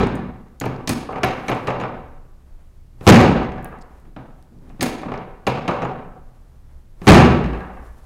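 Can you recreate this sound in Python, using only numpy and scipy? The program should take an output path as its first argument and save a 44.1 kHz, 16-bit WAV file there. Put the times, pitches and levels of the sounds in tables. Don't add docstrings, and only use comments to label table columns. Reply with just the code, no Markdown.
import sys
import numpy as np
from scipy import signal
from scipy.fft import rfft, irfft, next_fast_len
from scipy.io import wavfile
from scipy.ndimage import uniform_filter1d

SR = 44100
rng = np.random.default_rng(int(sys.argv[2]) if len(sys.argv) > 2 else 0)


def voltage_ratio(level):
    return 10 ** (np.asarray(level, float) / 20)


def master(y):
    cut = np.clip(np.atleast_2d(y).T, -1, 1)
    pcm = np.round(cut * 32767)
    wavfile.write(sys.argv[1], SR, pcm.astype(np.int16))


N = 355401
LEAD = SR // 4


def unit(x):
    return x / np.abs(x).max()


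def band(x, lo_hz, hi_hz, order=2):
    sos = signal.butter(order, [lo_hz, min(hi_hz, .45 * SR)], "band", fs=SR, output="sos")
    return signal.sosfilt(sos, x + 1e-15)


def resonate(x, peaks):
    total = 0
    for k, (hz, width_hz, db) in enumerate(peaks):
        y = signal.lfilter(*signal.iirpeak(hz, hz / width_hz, SR), x)
        total = total + (-1) ** k * voltage_ratio(db) * np.sqrt(width_hz) * y / np.linalg.norm(y)
    return total


def ring(modes, t):
    return sum(voltage_ratio(db - 60 * t / t60) * np.sin(2 * np.pi * (hz * t + rng.random()))
               for hz, db, t60 in modes)


def coloured(points, size):
    hz, db = np.transpose(points)
    f = np.maximum(np.arange(size // 2 + 1) * SR / size, 1)
    shape = voltage_ratio(np.interp(np.log(f), np.log(hz), db))
    x = irfft(rfft(rng.standard_normal(size)) * shape, size)
    return x / x.std()


def add(out, s, x):
    i = LEAD + int(s * SR)
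    out[i:i + len(x)] += x[:len(out) - i]


def leak(x, tau):
    return signal.lfilter([1], [1, -np.exp(-1 / (tau * SR))], x)


def walk(hold_s):
    k = int(hold_s * SR)
    return 1.2 * uniform_filter1d(np.repeat(rng.standard_normal(N // 500), k)[:N], k)


def fade_in_out(t, s, span, fade_s):
    return np.clip(np.minimum(t - s, s + span - t) / fade_s, 0, 1)


# pitch_hz, level_db (per Hz)
AIR_SPECTRUM = [(26, -26.5), (45, -8), (70, 1.5), (88, -14), (124, -7.5), (159, -16), (377, -26.5),
                (1920, -42), (2720, -45.5), (14200, -52), (16500, -58.5)]


def background():
    rumble_db, swell_db, swell_s, air_db = -41.5, 0.5, .4, -47
    rumble = band(band(rng.standard_normal(N), 15, 32), 15, 32)
    rumble = voltage_ratio(rumble_db + swell_db * walk(swell_s)) * rumble / rumble.std()
    return rumble + voltage_ratio(air_db) * coloured(AIR_SPECTRUM, next_fast_len(N))[:N]


# start_s, length_s, level_db, crisp_db (crisp part over dull part)
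CLOTH_SLIDES = [
    (1.246, 0.48, -75, 11.5),
    (2.332, 0.4, -65, -19),
    (3.846, 0.27, -58.5, -17),
    (4.3, 0.19, -65.5, -13),
    (4.58, 0.36, -55, -17),
    (6.2, 0.65, -65, -13),
    (7.25, 1.1, -60, -7),
]


def cloth():
    t = np.arange(N) / SR
    sizes = np.repeat(rng.exponential(size=(2, N // 64 + 1)), 64, axis=1)[:, :N]
    grains = rng.standard_normal((2, N)) * voltage_ratio(1.0 * sizes)
    low, high = band(grains[0], 190, 1100), band(grains[1], 1300, 13000)

    def rub(crisp_db):
        return low / low.std() + voltage_ratio(crisp_db) * high / high.std()

    slides = sum(fade_in_out(t, s, span, 0.061) * voltage_ratio(db) * rub(crisp_db)
                 for s, span, db, crisp_db in CLOTH_SLIDES)
    patchy_db, patch_s = 2.5, 0.029
    thrust_db, thrust_db_per_s, thrust_crisp_db = -34.5, 333.5, -11
    thrust = sum((t < s) * voltage_ratio(thrust_db + thrust_db_per_s * np.clip(t - s, -1, 0)) for s, db in SLAMS)
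    return slides * voltage_ratio(patchy_db * walk(patch_s)) + thrust * rub(thrust_crisp_db)


# start_s, length_s, level_db
LEANS = [
    (4.024, 0.11, -51.5),
    (4.504, 0.28, -44.5),
    (7.702, .2, -54),
]


def leans():
    t = np.arange(N) / SR
    low = band(rng.standard_normal(N), 95, 254)
    pressure = sum(fade_in_out(t, s, span, 0.024) * voltage_ratio(db) for s, span, db in LEANS)
    return low / low.std() * voltage_ratio(1.4 * walk(.03)) * pressure


# pitch_hz, level_db, decay_s (time to fall 60 dB)
WALLS = [(30, -7.5, 0.24), (59.75, -4, 1.69), (80, -9, 0.71), (122, -6.5, 0.85), (272, -1.5, 0.85),
         (905, 0.5, 0.82), (1700, -2.5, 0.83), (2480, -2.5, 0.67), (3400, -2.5, 0.7), (4840, -3.5, 0.53),
         (8500, -7, 0.45), (15900, -1.5, .28)]
# pitch_hz, half_width_hz, level_db
HUMS = [(56.7, 1.8, 17), (116, 5, 11.5), (147.4, 2.2, 7), (183, 3.4, 3.5), (236, 17, 9), (388, 0.93, 0),
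        (484, 60, -2.5), (570, 56, -5), (749.4, 8.8, 8.5), (767, 1.8, 6), (980, 3.9, -12), (1150, 10, -0.5),
        (1309, 3, 12), (1468, 28, -1),
        (1576, 22, -4), (1730, 37, -3.5), (2196, 25, 5), (2356, 140, 3.5), (2760, 90, 2),
            (4270, 24, -6.5), (4600, 20, 0), (5300, 21, 5), (6400, 140, 0.5), (6850, 32, 5), (9700, 96, -4),
            (11350, 110, 5.5)]


def room(x):
    room_db, build_s, first_echo_s = -33, 0.00048, 0.00081
    flutter_db, flutter_hz = 1.17, 89.1
    hz, db, t60 = np.transpose(WALLS)
    x = np.concatenate([np.zeros(int(first_echo_s * SR)), x])[:len(x)]
    size = next_fast_len(len(x))
    bins = np.arange(size // 2 + 1) * SR / size
    hum = 1 + sum(voltage_ratio(g) / (1 + ((bins - f) / width) ** 2) for f, width, g in HUMS)
    noise = irfft(hum * rfft(rng.standard_normal((2, size))), size)[:, :len(x)]
    echo = 0
    for k, f in enumerate(28 * 2 ** np.arange(0, 9.3, 1 / 3)):
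        gain_db, decay_s = (np.interp(np.log(f), np.log(hz), column) for column in (db, t60))
        edges = f / 2 ** (1 / 6), f * 2 ** (1 / 6)
        stored = leak(band(x, *edges) ** 2, decay_s / np.log(1e6))
        energy = leak(stored, build_s) / (build_s * SR)
        diffuse = band(noise[k % 2], *edges, order=3)
        echo = echo + voltage_ratio(room_db + gain_db) * np.sqrt(energy) * diffuse / diffuse.std()
    hold = int(SR / flutter_hz)
    flutter = np.repeat(rng.standard_normal(len(x) // 200), hold)[:len(x)]
    return echo * voltage_ratio(flutter_db * uniform_filter1d(flutter, hold // 2))


# start_s, level_db, pitch_hz (centre), width_octaves (each way)
TICKS = [(.0004, -42, 4560, .8), (.0712, -27.5, 4670, 1), (.0864, -47.5, 4600, .8), (0.1542, -30, 8085, 1.),
         (.4853, -51, 5050, .8), (0.601, -14, 7100, 1.), (0.6566, -24, 6810, .8), (.7632, -40, 5150, .3),
         (1.1264, -38.5, 5120, 1.), (1.1854, -37, 4720, 0.93), (1.245, -23, 11900, .3),
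         (1.499, -26, 13000, .4), (1.686, -41, 12500, 0.45), (5.481, -28, 11820, .3),
         (1.5487, -31, 4710, .74), (3.6277, -40.5, 12000, 0.46), (3.6456, -22.5, 12500, .6),
         (3.7878, -45, 5770, 0.54), (3.811, -44, 5200, .4), (3.815, -38, 5400, .35),
         (3.819, -39, 5500, 0.45), (3.8237, -39, 5570, 0.27), (4.0003, -48, 8900, 0.8),
         (4.4263, -41, 7150, .65), (4.588, -51.5, 4470, .5), (4.6947, -43, 5050, .64),
         (5.1776, -34, 4400, 0.24)]
# start_s, level_db, pitch_hz (near which it rings)
PINGS = [(.155, -43, 8000), (.6, -36, 6850), (1.245, -35, 11350), (1.5, -42, 11350), (1.686, -55, 11350),
         (1.7, -54.5, 6850), (1.81, -48, 6850), (1.84, -72.5, 6850), (5.48, -40.5, 11350),
         (5.705, -61, 6850), (5.848, -50, 6850)]
# pitch_hz, level_db, decay_s (time to fall 60 dB)
LEVER = [(6850, 4.5, 0.042), (8600, -2, 0.064), (9700, 2, 0.02), (10800, 1, 0.024), (11400, 3, 0.012)]


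def ticks():
    near, far = np.zeros(N + LEAD), np.zeros(N + LEAD)
    t = np.arange(SR // 5) / SR
    for s, db, hz, octaves in TICKS:
        click = rng.standard_normal(len(t)) * np.exp(-t / 0.0002)
        tick = voltage_ratio(db) * unit(band(click, hz / 2 ** octaves, hz * 2 ** octaves))
        add(near, s, tick)
        add(far, s, voltage_ratio(1.5 + .4 * db) * tick)
    for s, db, hz in PINGS:
        modes = [(f, g - 30 * abs(np.log2(f / hz)), t60) for f, g, t60 in LEVER]
        ping = voltage_ratio(db) * ring(modes, t)
        add(near, s, ping)
        add(far, s, voltage_ratio(-7) * ping)
    return near, far


# start_s, level_db, gap_s (first touch to full blow), rebound_db, crack_db (of the touch)
STROKES = [
    (1.232, -7.5, .005, -32, -8),
    (1.482, -9.5, .010, -3, -7.5),
    (1.671, -12, .009, -1, -12.5),
    (1.799, -13.5, .013, -2.5, -17),
    (5.467, -8, 0.0047, -22, -12),
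    (5.678, -8.5, 0.0085, -5.5, -14.5),
    (5.819, -13, 0.0082, -3, -21),
]


def strokes():
    thud_db, rebound_s = -5.5, 0.023
    rows = []
    for s, db, gap, back_db, crack in STROKES:
        rows.append((s, db + 3.5 - 900 * gap, thud_db, crack))
        rows.append((s + gap, db, thud_db, crack - 17.5))
        rows.append((s + gap + rebound_s, db + back_db, thud_db - 4, crack - 13.5))
    return rows


# start_s, knock_db, thud_db, crack_db, edge_db
LATCH = [
    (.874, -20, 1.5, 5, -6),
    (.892, -15, 4.5, -1, 4),
    (4.808, -23, 3, 8, -5),
    (4.821, -13.5, 3, -30, -5),
    (4.827, -15, 3.5, 1, 5.5),
]
# start_s, level_db
PLATE_TAPS = [(3.431, -40), (3.52, -38), (3.579, -35), (3.646, -29.5), (3.72, -34), (3.791, -52),
              (7.439, -32), (7.533, -24), (7.605, -25.5), (7.7, -52), (7.77, -36)]
# pitch_hz, level_db, decay_s (time to fall 60 dB)
LATCH_RING = [(2510, -0.5, .3), (2740, -5.5, .3), (4370, -8.5, .3), (5240, 2, 0.23), (6950, -7, .3),
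              (7940, -5.5, 0.32), (9000, 0, .2), (9792, -5.5, .25)]
STROKE_RING = [(2300, -8, .2), (2702, -3, 0.17), (2610, -0.5, .25), (3920, 2.5, .12), (6070, -17.5, 0.1),
               (6530, -10, .08), (8600, -11.5, 0.055)]
PLATE = [(780, -1, 0.24), (1160, -1, 0.27), (1630, -1, 0.22), (1830, -10, 0.22), (2600, -11, .15)]


def steel():
    out, t = np.zeros(N + LEAD), np.arange(SR // 3) / SR
    hits = [(s, -13 + db + crack, LATCH_RING) for s, db, thud, crack, edge in LATCH]
    hits += [(s, db, PLATE) for s, db in PLATE_TAPS]
    hits += [(s, -3 + db + crack, STROKE_RING) for s, db, thud, crack in strokes()[::3]]
    for s, db, modes in hits:
        add(out, s, voltage_ratio(db) * unit(ring(modes, t)) * np.minimum(t / .0015, 1))
    return out


# pitch_hz, width_hz, level_db
FRAME = [(392, 150, 2), (508, 100, 5.5), (624.5, 120, 3), (822, 92, 4), (990, 87, 0), (1234, 282, 0),
         (1340, 690, -12)]
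RAILS = [(1740, 65, 2.5), (2000, 740, -6), (2475, 160, 0.5), (2620, 380, -6.5)]
STOP = [(4130, 1200, -6.5), (6560, 170, -2.5), (6970, 240, -11)]


def blows(table, pad, contact_s, grit_db, grain_s):
    out, t = np.zeros(N + LEAD), np.arange(SR // 9) / SR
    fade = t / contact_s
    for s, db, thud_db, rail_db, crack_db, edge_db in table:
        sizes = np.append(2, rng.exponential(size=999))[(t / grain_s).astype(int)]
        rough = rng.standard_normal((4, len(t))) * voltage_ratio(grit_db * sizes) * np.minimum(t / 0.001, 1)
        thud = resonate(band(rough[0] * np.exp(-fade / 1.7), 57, 440), pad)
        wood = band(rough[1] * np.exp(-fade), 190, 3600)
        knock, rail = resonate(wood, FRAME), resonate(wood, RAILS)
        crack = unit(resonate(rough[2] * np.exp(-fade / 1.2), STOP))
        crack = crack + 0.73 * unit(band(rough[2] * np.exp(-fade / 0.94), 1900, 7000))
        edge = rough[3] * np.exp(-fade / 0.28)
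        edge = band(edge, 8000, 10000) + voltage_ratio(-8.5) * band(edge, 10500, 16000)
        parts = (thud_db, thud), (0, knock), (rail_db, rail), (crack_db, crack), (edge_db, edge)
        add(out, s, voltage_ratio(db) * sum(voltage_ratio(part_db) * unit(part) for part_db, part in parts))
    return out


def voiced(rows, rail_db, edge_db):
    return [(s, db, thud, rail_db - 2.4 + 0.36 * crack, crack, edge_db - 7 + 2.8 * crack)
            for s, db, thud, crack in rows]


# start_s, level_db
SLAMS = [
    (-.24, 0.5),
    (3.067, 1.5),
    (7.069, 1.5),
]
# delay_s, knock_db, thud_db, crack_db (last two relative to the knock)
LANDING = [
    (0, -5.5, 7.5, -8.5),
    (.008, 4.5, 2.5, -9.5),
    (.02, 1.5, 1, -1),
    (.031, 3.5, 5.5, -8.5),
    (.05, -0.5, -5, -9),
    (.074, -2, -6, -7.5),
    (.09, -8, -5.5, -11),
    (.108, -9, -11, -12),
    (.135, -14.5, -6.5, -5.5),
]


def drops():
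    return [(s + late, db + knock, thud, crack) for s, db in SLAMS for late, knock, thud, crack in LANDING]


# start_s, knock_db, thud_db, crack_db
KNOCKS = [(.611, -17.5, 0.5, -12), (.659, -17, 1.5, -25), (1.088, -17, -15, -58), (1.127, -16, -13, -39),
          (3.008, -33.5, 9.5, -14), (4.163, -24, -1.5, -39), (4.698, -39, 3, -18), (5.03, -17, -14, -39),
          (5.117, -17, -5, -26), (7.016, -29.5, 7, -13), (7.532, -24.5, -15, -23)]
# start_s, knock_db, thud_db, crack_db
RATTLES = [(.637, -17, -12.5, -30), (.699, -53, 1, -31), (1.104, -32, -6, -33), (1.157, -16, -7, -30.5),
           (1.179, -18, -9, -42), (3.429, -28, -27, -17), (3.518, -29.5, -8, -14), (3.579, -27, -1, -30),
           (3.641, -28, -6, -32), (3.724, -27.5, -23, -50), (4.051, -47, 7, -30), (4.185, -36.5, -8, -48),
           (4.794, -32, 10, -26), (5.053, -33.5, 13.5, -30), (5.08, -21, -31, -35), (5.134, -20, -29, -26),
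           (7.44, -20, -19, -21), (7.569, -32, -25, -28), (7.605, -27, -9, -25), (7.699, -28, -18, -49)]
# pitch_hz, width_hz, level_db
PAD = [(67, 8.9, -8), (127.4, 7, 5.5), (138.7, 6.4, 2), (183, 60, 0), (227, 57, 0), (257, 57, -0.5)]
PAD_LOADED = [(29, 2.1, -13.5), (53.4, 7.3, -13.5), (112, 57, 0), (144, 26, 1.5), (186, 24, 2),
              (218.4, 44, -4.5), (298, 35, -7)]


def treatment_table():
    hard = voiced(strokes(), rail_db=3.8, edge_db=-7) + voiced(KNOCKS, rail_db=1.5, edge_db=-2.7)
    hard += [(s, db, thud, -1.5 + 0.95 * crack, crack, edge) for s, db, thud, crack, edge in LATCH]
    slams = voiced(drops(), rail_db=1.16, edge_db=2.5)
    loose = voiced(RATTLES, rail_db=5.5, edge_db=-8.5)
    out = blows(slams, PAD_LOADED, contact_s=0.0067, grit_db=3.8, grain_s=0.0013)
    out = out + blows(hard, PAD, contact_s=0.0054, grit_db=1.1, grain_s=0.0011)
    out = out + blows(loose, PAD, contact_s=0.012, grit_db=6., grain_s=0.0047)
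    return out + steel()


def scene():
    table = treatment_table()
    near, far = ticks()
    in_room = (table + near + room(table + far))[LEAD:]
    return (in_room + cloth() + leans() + background())[None]


def top_cut(x):
    return signal.sosfilt(signal.butter(12, 16670, fs=SR, output="sos"), x)


def record(dry):
    clip_level, knee, overshoot = .79, 6, 0.021
    squashed = dry / (3.0 + np.abs(dry / clip_level) ** knee) ** (1 / knee)
    x = (1 - overshoot) * squashed + overshoot * dry
    x = signal.sosfilt(signal.ellip(6, .3, 22, 15800, fs=SR, output="sos"), x)
    return top_cut(x)


dry = scene()
out = record(dry)
master(out)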